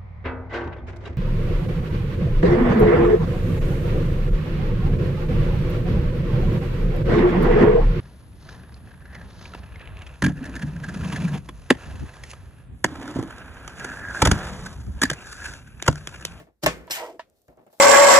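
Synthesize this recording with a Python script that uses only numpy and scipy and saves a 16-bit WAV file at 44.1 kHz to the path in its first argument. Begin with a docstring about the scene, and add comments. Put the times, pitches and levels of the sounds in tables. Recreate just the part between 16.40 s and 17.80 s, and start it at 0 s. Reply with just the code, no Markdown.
"""A guillotine paper trimmer on a wooden desk in a small quiet room, close to a stereo microphone.
Its blade shears the last of the sheet (grainy noise) and the arm thumps onto the base (pulse, modes, rattle, tail).
It is drawn up again, steel hissing along steel (noise and resonances) and the hinge rubbing (random slips ringing
modes), and knocks against its stop. A hand shuffles on the desk, mostly at the end (lumpy noise), with paper
rustling and snapping."""
import sys
import numpy as np
from scipy import signal
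from scipy.fft import rfft, irfft, next_fast_len
from scipy.io import wavfile

SR = 44100
rng = np.random.default_rng(int(sys.argv[2]) if len(sys.argv) > 2 else 0)


def unload_wav(signal):
    """Save mono or channel-first audio to the path in sys.argv[1] as 16-bit WAV at rate SR, clipped to [-1, 1]."""
    wavfile.write(
        sys.argv[1],
        SR,
        np.round(np.clip(np.atleast_2d(signal).T, -1, 1) * 32767).astype(np.int16),
    )


N = 61739

# Background hush, level over time: start_s, level_db
HUSH_LEVEL = [(0, -45.5), (.2, -103), (.5, -52.5), (.88, -66.5), (1.05, -72), (1.4, -81.5)]
# Background hush, colour: freq_hz, density_db (per Hz)
HUSH_COLOUR = [(30, -3), (60, 0), (120, -3), (200, -3.5), (330, -2.5), (620, 0), (850, -17.5),
               (1500, -19.5), (3300, -27.5), (7500, -27.5), (16000, -31)]

# Arm and hand blows on the base: start_s, level_db, contact_cutoff_hz (hardness), extra_bass_db (weight)
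BLOWS = [(0.0005, -41.5, 2433, 10), (0.0691, -52, 896, -6.5), (0.2343, -24, 700, 10),
         (0.241, -22.5, 900, 2.5), (0.262, -11, 5200, -8), (0.2667, -7, 918, -3.5),
         (0.501, -27, 995, -11.5), (1.0825, -48.5, 896, 10.5)]
# Modes of base and desk: freq_hz, level_db, t60_s
BASE_MODES = [(56.9, -11, 0.44), (131, -5, 0.096), (168.7, -5, 0.25), (286.2, -3, 0.099), (319.5, 0.5, 0.1),
              (420, -11.5, 0.14), (496, -6.5, 0.2), (613.5, 5.5, 0.05), (820, 2.5, 0.015), (1098, -2, 0.12),
              (1294, -16.5, 0.11), (1594, -2, 0.061), (1791, 4.5, 0.1), (2110, -6.5, 0.088),
              (2700, -5, .08), (2837, 5, 0.065)]
# Crack of the contact: freq_hz, density_db (per Hz)
CRACK_COLOUR = [(600, -5), (2000, -12), (7000, -15.5), (13000, -6), (16000, -5)]
# Rattle of the dense upper modes: freq_hz, density_db (per Hz)
RATTLE_COLOUR = [(59, -46.5), (100, -13), (502, -9), (1450, -10.5), (2990, -11.5), (3400, -18), (7770, -15),
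                 (16000, -49)]
# Rattle decay: freq_hz, t60_s
RATTLE_T60 = [(100, 0.13), (500, 0.11), (2000, 0.19), (16000, .15)]
# Room tail after a blow: freq_hz, density_db (per Hz)
TAIL_COLOUR = [(35, -41), (60, 0), (103, -17.5), (176, -11.5), (515, -14.5), (822, -23), (1950, -17),
               (3270, -26), (16000, -15.5)]
# Tail decay: freq_hz, t60_s
TAIL_T60 = [(60, 0.62), (300, 0.76), (1500, 0.62), (6000, 0.39), (16000, 0.41)]
PULSE_DB, CRACK_DB, MODES_DB, RATTLE_DB, TAIL_DB = 25.5, 2, -10, -7.5, -16.5
WEIGHT_HZ = 302  # a blow's extra bass fades out above this
PULSE_HZ, PULSE_LEAN_DB = 2520, 3.5  # the lean lifts the left and lowers the right
CRACK_T60_S = 0.027
TAIL_SMOOTHING_HZ = 1 / 0.0039  # softens the tail's onset

# Finger shuffles: start_s, level_db, decay_s, brightness_db_per_octave (about 500 Hz)
SHUFFLES = [(0.071, -53.5, 0.024, 1.5), (1.08, -52.5, 0.068, 1), (1.172, -51, 0.046, 1.5),
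            (1.264, -54, .03, 3.5), (1.325, -56, 0.029, 5), (1.382, -58.5, 0.029, 3)]
# Fingers on the desk: freq_hz, density_db (per Hz)
HAND_COLOUR = [(29, -62), (50, -8.5), (324, -5), (550, -5.5), (620, -2), (1210, -21.5), (3000, -36.5),
               (3900, -62), (6600, -120)]
# Paper rustle over time: start_s, level_db
RUSTLE_LEVEL = [(.9, -100), (.97, -74), (1.06, -80.5), (1.1, -74), (1.15, -86.5), (1.3, -79), (1.33, -64),
                (1.4, -66)]
# Paper rustle and faint hiss: freq_hz, density_db (per Hz)
RUSTLE_COLOUR = [(1200, -5), (1800, -5.5), (4000, 8.5), (7500, 5.5), (16000, 9)]
# Paper snaps: start_s, level_db
SNAPS = [(0.3775, -58), (0.4713, -49), (0.8996, -59), (1.0175, -57), (1.0815, -54), (1.172, -62),
         (1.2666, -62), (1.3282, -53), (1.391, -56)]
# Colour of a snap: freq_hz, density_db (per Hz)
SNAP_COLOUR = [(4000, -15.5), (7500, 2.5), (10000, -13.5), (13500, -1), (16000, -6.5)]
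SHUFFLE_RISE_S, SNAP_T60_S, HISS_DB = .003, 0.009, -87

# Blade through paper: start_s, level_db
SHEAR_LEVEL = [(.218, -76), (.23, -38.5), (.238, -25), (.247, -36.5), (.262, -44)]
# Parting fibres: freq_hz, density_db (per Hz)
SHEAR_COLOUR = [(240, -34), (400, -3), (2180, -16), (5190, -13), (9470, -20.5), (13100, -20), (16000, -36)]

# Blade along its steel edge: start_s, level_db, tilt_db_per_octave (about 4000 Hz)
SLIDE_LEVEL = [(.499, -48, 0), (.5055, -48.5, 2), (.509, -28, -1), (.53, -30.5, 0), (.575, -33, -3),
               (.62, -43.5, -5.5), (.67, -49.5, -4.5), (.72, -59, -5), (.79, -83, -5)]
# Steel hiss: freq_hz, density_db (per Hz)
SLIDE_COLOUR = [(300, -32), (500, -26.5), (700, -5), (1300, -14.5), (1900, -3.5), (4000, -9.5), (8000, -7),
                (10500, -25.5), (12500, -5.5), (16000, -26)]
# Blade resonances: freq_hz, width_hz, bite_level_db, slide_level_db
BLADE_MODES = [(1624, 31, -4.5, -30), (2170, 50, -16.5, -21.5), (2790, 30, -6.5, -13),
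               (3113, 32, -19, -10.5), (4044, 80, -1, -22.5), (4760, 59, -20.5, -17.5),
               (5186, 64, -1.5, -17.5), (5662, 89, -0.5, -20), (6380, 110, -7.5, -23.5),
               (7970, 42, -5, -11), (10800, 500, -12, -20)]
# Blade striking the steel edge: start_s, level_db
BITES = [(0.2351, -39.5), (0.2402, -35), (0.2615, -26.5), (.5085, -30.5), (0.5133, -30), (0.519, -33.5)]

# Hinge rub: start_s, level_db (before a trim in arm()), centre_hz (of the excited modes)
HINGE_RUB = [(.54, -71, 1100), (.575, -36.5, 930), (.62, -31, 814), (.66, -34.5, 784), (.70, -38.5, 620),
             (.725, -47, 530), (.76, -49.5, 437), (.79, -69, 404)]
# Arm modes: freq_hz, rub_level_db (before the same trim), stop_level_db, t60_s
ARM_MODES = [(342, 9.5, -17.5, 0.037), (478, -1.5, -25, 0.043), (653, -6, -5, 0.057),
             (712, -3.5, -19, 0.022), (775, -4, -28.5, 0.018), (895, -6.5, -3, 0.049),
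             (970, -4, 0.5, 0.048), (1317, -11.5, -17, 0.1), (1730, -20, -11, 0.044),
             (1910, -2, -17.5, 0.097), (2730, -18, -17, 0.052), (3070, -30, -24.5, 0.054)]
# Arm knocking free of the base, then on its stop: start_s, level_db
KNOCKS = [(0.4769, -41.5), (0.7943, -30.5)]
# Rattle of a knock: freq_hz, density_db (per Hz)
STOP_RATTLE_COLOUR = [(710, -5.5), (1200, -4), (1680, -3), (2410, -6), (3960, -10), (15000, -40.5)]
SLIPS_PER_S, HINGE_OCTAVES, STOP_RATTLE_DB = 3400, 0.92, -10.5

# Stereo likeness of the noises: freq_hz, likeness (0 to 1)
LIKENESS = [(60, 0.63), (400, 0.61), (1500, 0.47), (5000, 0.15), (15000, .25)]
# Stereo colour: freq_hz, left_minus_right_db
LEAN = [(100, .3), (700, 1.2), (2400, .6), (5000, 2.8), (9000, 0), (14000, -2.5)]
LAG_S, BLADE_LAG_S, ARM_LAG_S = 0.00016, 0.00021, .00005  # left lags right
MODE_SPREAD_DB = 3.5  # chance gain per side of a mode from 800 Hz up; less below
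MIC_LOW_HZ, CUTOFF_HZ = 39, 16300


def amp(db):
    """Gain of a level in dB."""
    return 10 ** (np.asarray(db) / 20)


def rms_one(x):
    """Signal scaled to rms 1."""
    return x / np.sqrt(np.mean(x ** 2) + 1e-20)


def curve(rows):
    """An on/off gate spanning the rows, then each column drawn over time."""
    s, *columns = np.transpose(rows)
    t = np.arange(N) / SR
    gate = (t >= s[0]) & (t <= s[-1])
    return [gate] + [np.interp(t, s, c) for c in columns]


def at_hz(points, hz):
    """Table read on a log-frequency axis."""
    table_hz, values = np.array(points).T
    return np.interp(np.log(hz), np.log(table_hz), values)


def fade(x, t60):
    """One-pole decay; a unit click starts it at height 1."""
    return signal.lfilter([1], [1, -amp(-60 / (t60 * SR))], x + 1e-18)


def soften(x, hz):
    """Double one-pole low-pass."""
    r = np.exp(-2 * np.pi * hz / SR)
    return signal.lfilter([(1 - r) ** 2], [1, -2 * r, r * r], x)


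def high(x, hz):
    """Steep high-pass."""
    return signal.sosfilt(signal.butter(3, hz, "high", fs=SR, output="sos"), x)


def ring(force, hz, t60):
    """A unit click sets a decaying sine of starting height 1 ringing."""
    r, w = amp(-60 / (t60 * SR)), 2 * np.pi * hz / SR
    return signal.lfilter([0, np.sin(w)], [1, -2 * r * np.cos(w), r * r], force + 1e-18)


def clicks(s, sizes):
    """Single-sample clicks at the given seconds."""
    out = np.zeros(N)
    out[(np.asarray(s) * SR).astype(int)] = sizes
    return out


def leaning(hz):
    """Left and right gains by chance, so a mode leans to one side, bass modes less."""
    return amp(rng.normal(0, MODE_SPREAD_DB, (2, 1)) * np.clip(hz / 800, .5, 1))


def noise(spectrum, shape):
    """Third-octave bands of stereo noise, rms 1 together at unit shape; shape(hz) is a band's gain in time."""
    edges = 22 * 2 ** np.arange(0, 9.7, 1 / 3)
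    white = rng.standard_normal((2, 2, N))
    lowest_hz, highest_hz = spectrum[0][0], spectrum[-1][0]
    out, power = 0, 0
    for k, (low, high_edge) in enumerate(zip(edges, edges[1:])):
        hz = np.sqrt(low * high_edge)
        if not lowest_hz / 2 < hz < highest_hz * 2:
            continue
        # 12 dB per octave roll-off outside the table
        octaves_outside = max(0, np.log2(lowest_hz / hz), np.log2(hz / highest_hz))
        db = at_hz(spectrum, hz) - 12 * octaves_outside
        band = signal.butter(2, [low, high_edge], "band", fs=SR, output="sos")
        mid, side = signal.sosfilt(band, white[k % 2])
        alike = np.clip(at_hz(LIKENESS, hz), 0, 1)
        stereo = np.sqrt(1 + alike) * mid + np.sqrt(1 - alike) * side * [[1], [-1]]
        out = out + amp(db) * shape(hz) * stereo / np.sqrt(2)
        power += amp(2 * db) * (high_edge - low) * 2 / SR
    return out / np.sqrt(power)


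def hush():
    """Broadband background noise, its level following a drawn curve."""
    return amp(curve(HUSH_LEVEL)[1]) * noise(HUSH_COLOUR, lambda hz: 1)


def base():
    """Each blow sends a pulse and crack, rings and rattles modes and fills the room; low cut-offs are dull."""
    s, db, cut_hz, bass_db = np.transpose(BLOWS)

    def blows_at(hz):
        """Blow strength at one frequency: weight lifts the bass, a soft contact loses treble."""
        weight_db = bass_db / (1 + (hz / WEIGHT_HZ) ** 2)
        return clicks(s, amp(db + weight_db) / (1 + (hz / cut_hz) ** 2))

    chance_db = rng.normal(0, 1.5, (len(s), len(BASE_MODES)))
    modes = 0
    for k, (hz, mode_db, t60) in enumerate(BASE_MODES):
        struck = blows_at(hz) * clicks(s, amp(mode_db + chance_db[:, k]))
        modes = modes + (-1) ** k * ring(struck, hz, t60) * leaning(hz)

    pulse = -high(soften(blows_at(PULSE_HZ), PULSE_HZ), 490) * amp([[PULSE_LEAN_DB], [-PULSE_LEAN_DB]])
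    # crack and rattle read the blow below their own band, so stay brighter; the tail reads above, so is duller
    crack = noise(CRACK_COLOUR, lambda hz: fade(blows_at(hz / 1.7), CRACK_T60_S))

    # decays add up as power, hence the halved t60 and the root
    def rattle_shape(hz):
        return np.sqrt(fade(blows_at(hz / 1.8) ** 2, at_hz(RATTLE_T60, hz) / 2))

    def tail_shape(hz):
        power = fade(blows_at(hz / 0.86) ** 2, at_hz(TAIL_T60, hz) / 2)
        return np.sqrt(soften(power, TAIL_SMOOTHING_HZ))

    rattle = noise(RATTLE_COLOUR, rattle_shape)
    tail = noise(TAIL_COLOUR, tail_shape)
    contact = amp(PULSE_DB) * pulse + amp(CRACK_DB) * crack
    return contact + amp(MODES_DB) * modes + amp(RATTLE_DB) * rattle + amp(TAIL_DB) * tail


def hand():
    """Fingers shuffle on the desk in short lumpy rubs; paper rustles and snaps over a faint hiss."""
    s, db, decay_s, bright_db = np.transpose(SHUFFLES)
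    since = (np.arange(N) / SR)[:, None] - s
    rise = np.clip(since / SHUFFLE_RISE_S, 0, 1)
    shapes = rise * np.exp(-(np.maximum(since, 0) / decay_s) ** 1.01)
    lumps = amp(1.8 * rms_one(soften(rng.standard_normal(N), 160)))
    rubs = noise(HAND_COLOUR, lambda hz: lumps * (shapes @ amp(db + bright_db * np.log2(hz / 500))))

    on, rustle_db = curve(RUSTLE_LEVEL)
    rustle_and_hiss = noise(RUSTLE_COLOUR, lambda hz: on * lumps * amp(rustle_db) + amp(HISS_DB))

    snap_s, snap_db = np.transpose(SNAPS)
    snap_shape = fade(clicks(snap_s, amp(snap_db)), SNAP_T60_S)
    return rubs + rustle_and_hiss + noise(SNAP_COLOUR, lambda hz: snap_shape)


def shear():
    """Paper fibres part in a dense grainy burst."""
    on, db = curve(SHEAR_LEVEL)
    grain = amp(2.5 * rms_one(soften(rng.standard_normal(N), 900)))
    return noise(SHEAR_COLOUR, lambda hz: on * amp(db) * grain)


def slide():
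    """Steel bites, then hisses on steel through the blade's resonances and dulls as it slows."""
    on, db, tilt = curve(SLIDE_LEVEL)
    grain = amp(1.9 * rms_one(soften(rng.standard_normal(N), 200)))
    hiss = noise(SLIDE_COLOUR, lambda hz: on * grain * amp(db + tilt * np.log2(hz / 4000)))

    rub = rng.standard_normal(N)
    bite_s, bite_db = np.transpose(BITES)
    resonances = 0
    for hz, width_hz, struck_db, rub_db in BLADE_MODES:
        wander = amp(4.0 * rms_one(soften(rng.standard_normal(N), 15)))
        level = on * wander * amp(rub_db + db + tilt * np.log2(hz / 4000))
        t60 = np.log(1000) / np.pi / width_hz
        bites = clicks(bite_s, amp(bite_db + struck_db) * rng.choice([-1, 1], len(bite_s)))
        rubbed = rms_one(ring(rub, hz, t60)) * level
        resonances = resonances + rubbed + ring(bites, hz, t60) * leaning(hz)
    return high(hiss + resonances, 220)


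def arm():
    """Uneven slips in the hinge excite ever lower modes as the arm slows; it knocks free, then on its stop."""
    on, db, centre_hz = curve(HINGE_RUB)
    s, knock_db = np.transpose(KNOCKS)
    knock = clicks(s, amp(knock_db))
    modes = 0
    for k, (hz, rub_db, stop_db, t60) in enumerate(ARM_MODES):
        happens = rng.random(N) < SLIPS_PER_S / SR
        size = amp(2.43 * np.minimum(rng.exponential(1, N), 4))
        slips = happens * size * rng.choice([-1, 1], N)
        # modes far from the excited centre get less of the rub
        distance = np.log2(hz / centre_hz) / HINGE_OCTAVES
        rub = rms_one(slips) * on * amp(db + rub_db - 24.5 - 9.2 * distance ** 2)
        struck = (-1) ** k * knock * amp(stop_db)
        modes = modes + ring(rub + struck, hz, t60) * leaning(hz)
    # a short rattle with a faint longer remainder
    rattle = noise(STOP_RATTLE_COLOUR, lambda hz: fade(knock, 0.097) + 0.067 * fade(knock, 0.32))
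    return high(modes + amp(STOP_RATTLE_DB) * rattle, 350)


def ports(x, lag_s):
    """Two microphone ports: the left hears a little later, with a colour of its own."""
    size = next_fast_len(N + 2048)
    hz = np.maximum(np.arange(size // 2 + 1) * SR / size, 1)
    # half the difference goes to each side
    half = amp(at_hz(LEAN, hz) / 2) * np.exp(-1j * np.pi * hz * lag_s)
    return irfft(rfft(x * np.ones((2, 1)), size) * [half, 1 / half], size)[:, :N]


def scene():
    """All sources over the background hush, each group with its own stereo lag."""
    desk = hush() + base() + hand() + shear()
    return ports(desk, LAG_S) + ports(slide(), BLADE_LAG_S) + ports(arm(), ARM_LAG_S)


def record(dry):
    """The microphone loses the lowest bass; the top is cut."""
    top_cut = signal.cheby2(14, 70, CUTOFF_HZ, fs=SR, output="sos")
    return signal.sosfilt(top_cut, high(dry, MIC_LOW_HZ))


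dry = scene()
out = record(dry)
unload_wav(out)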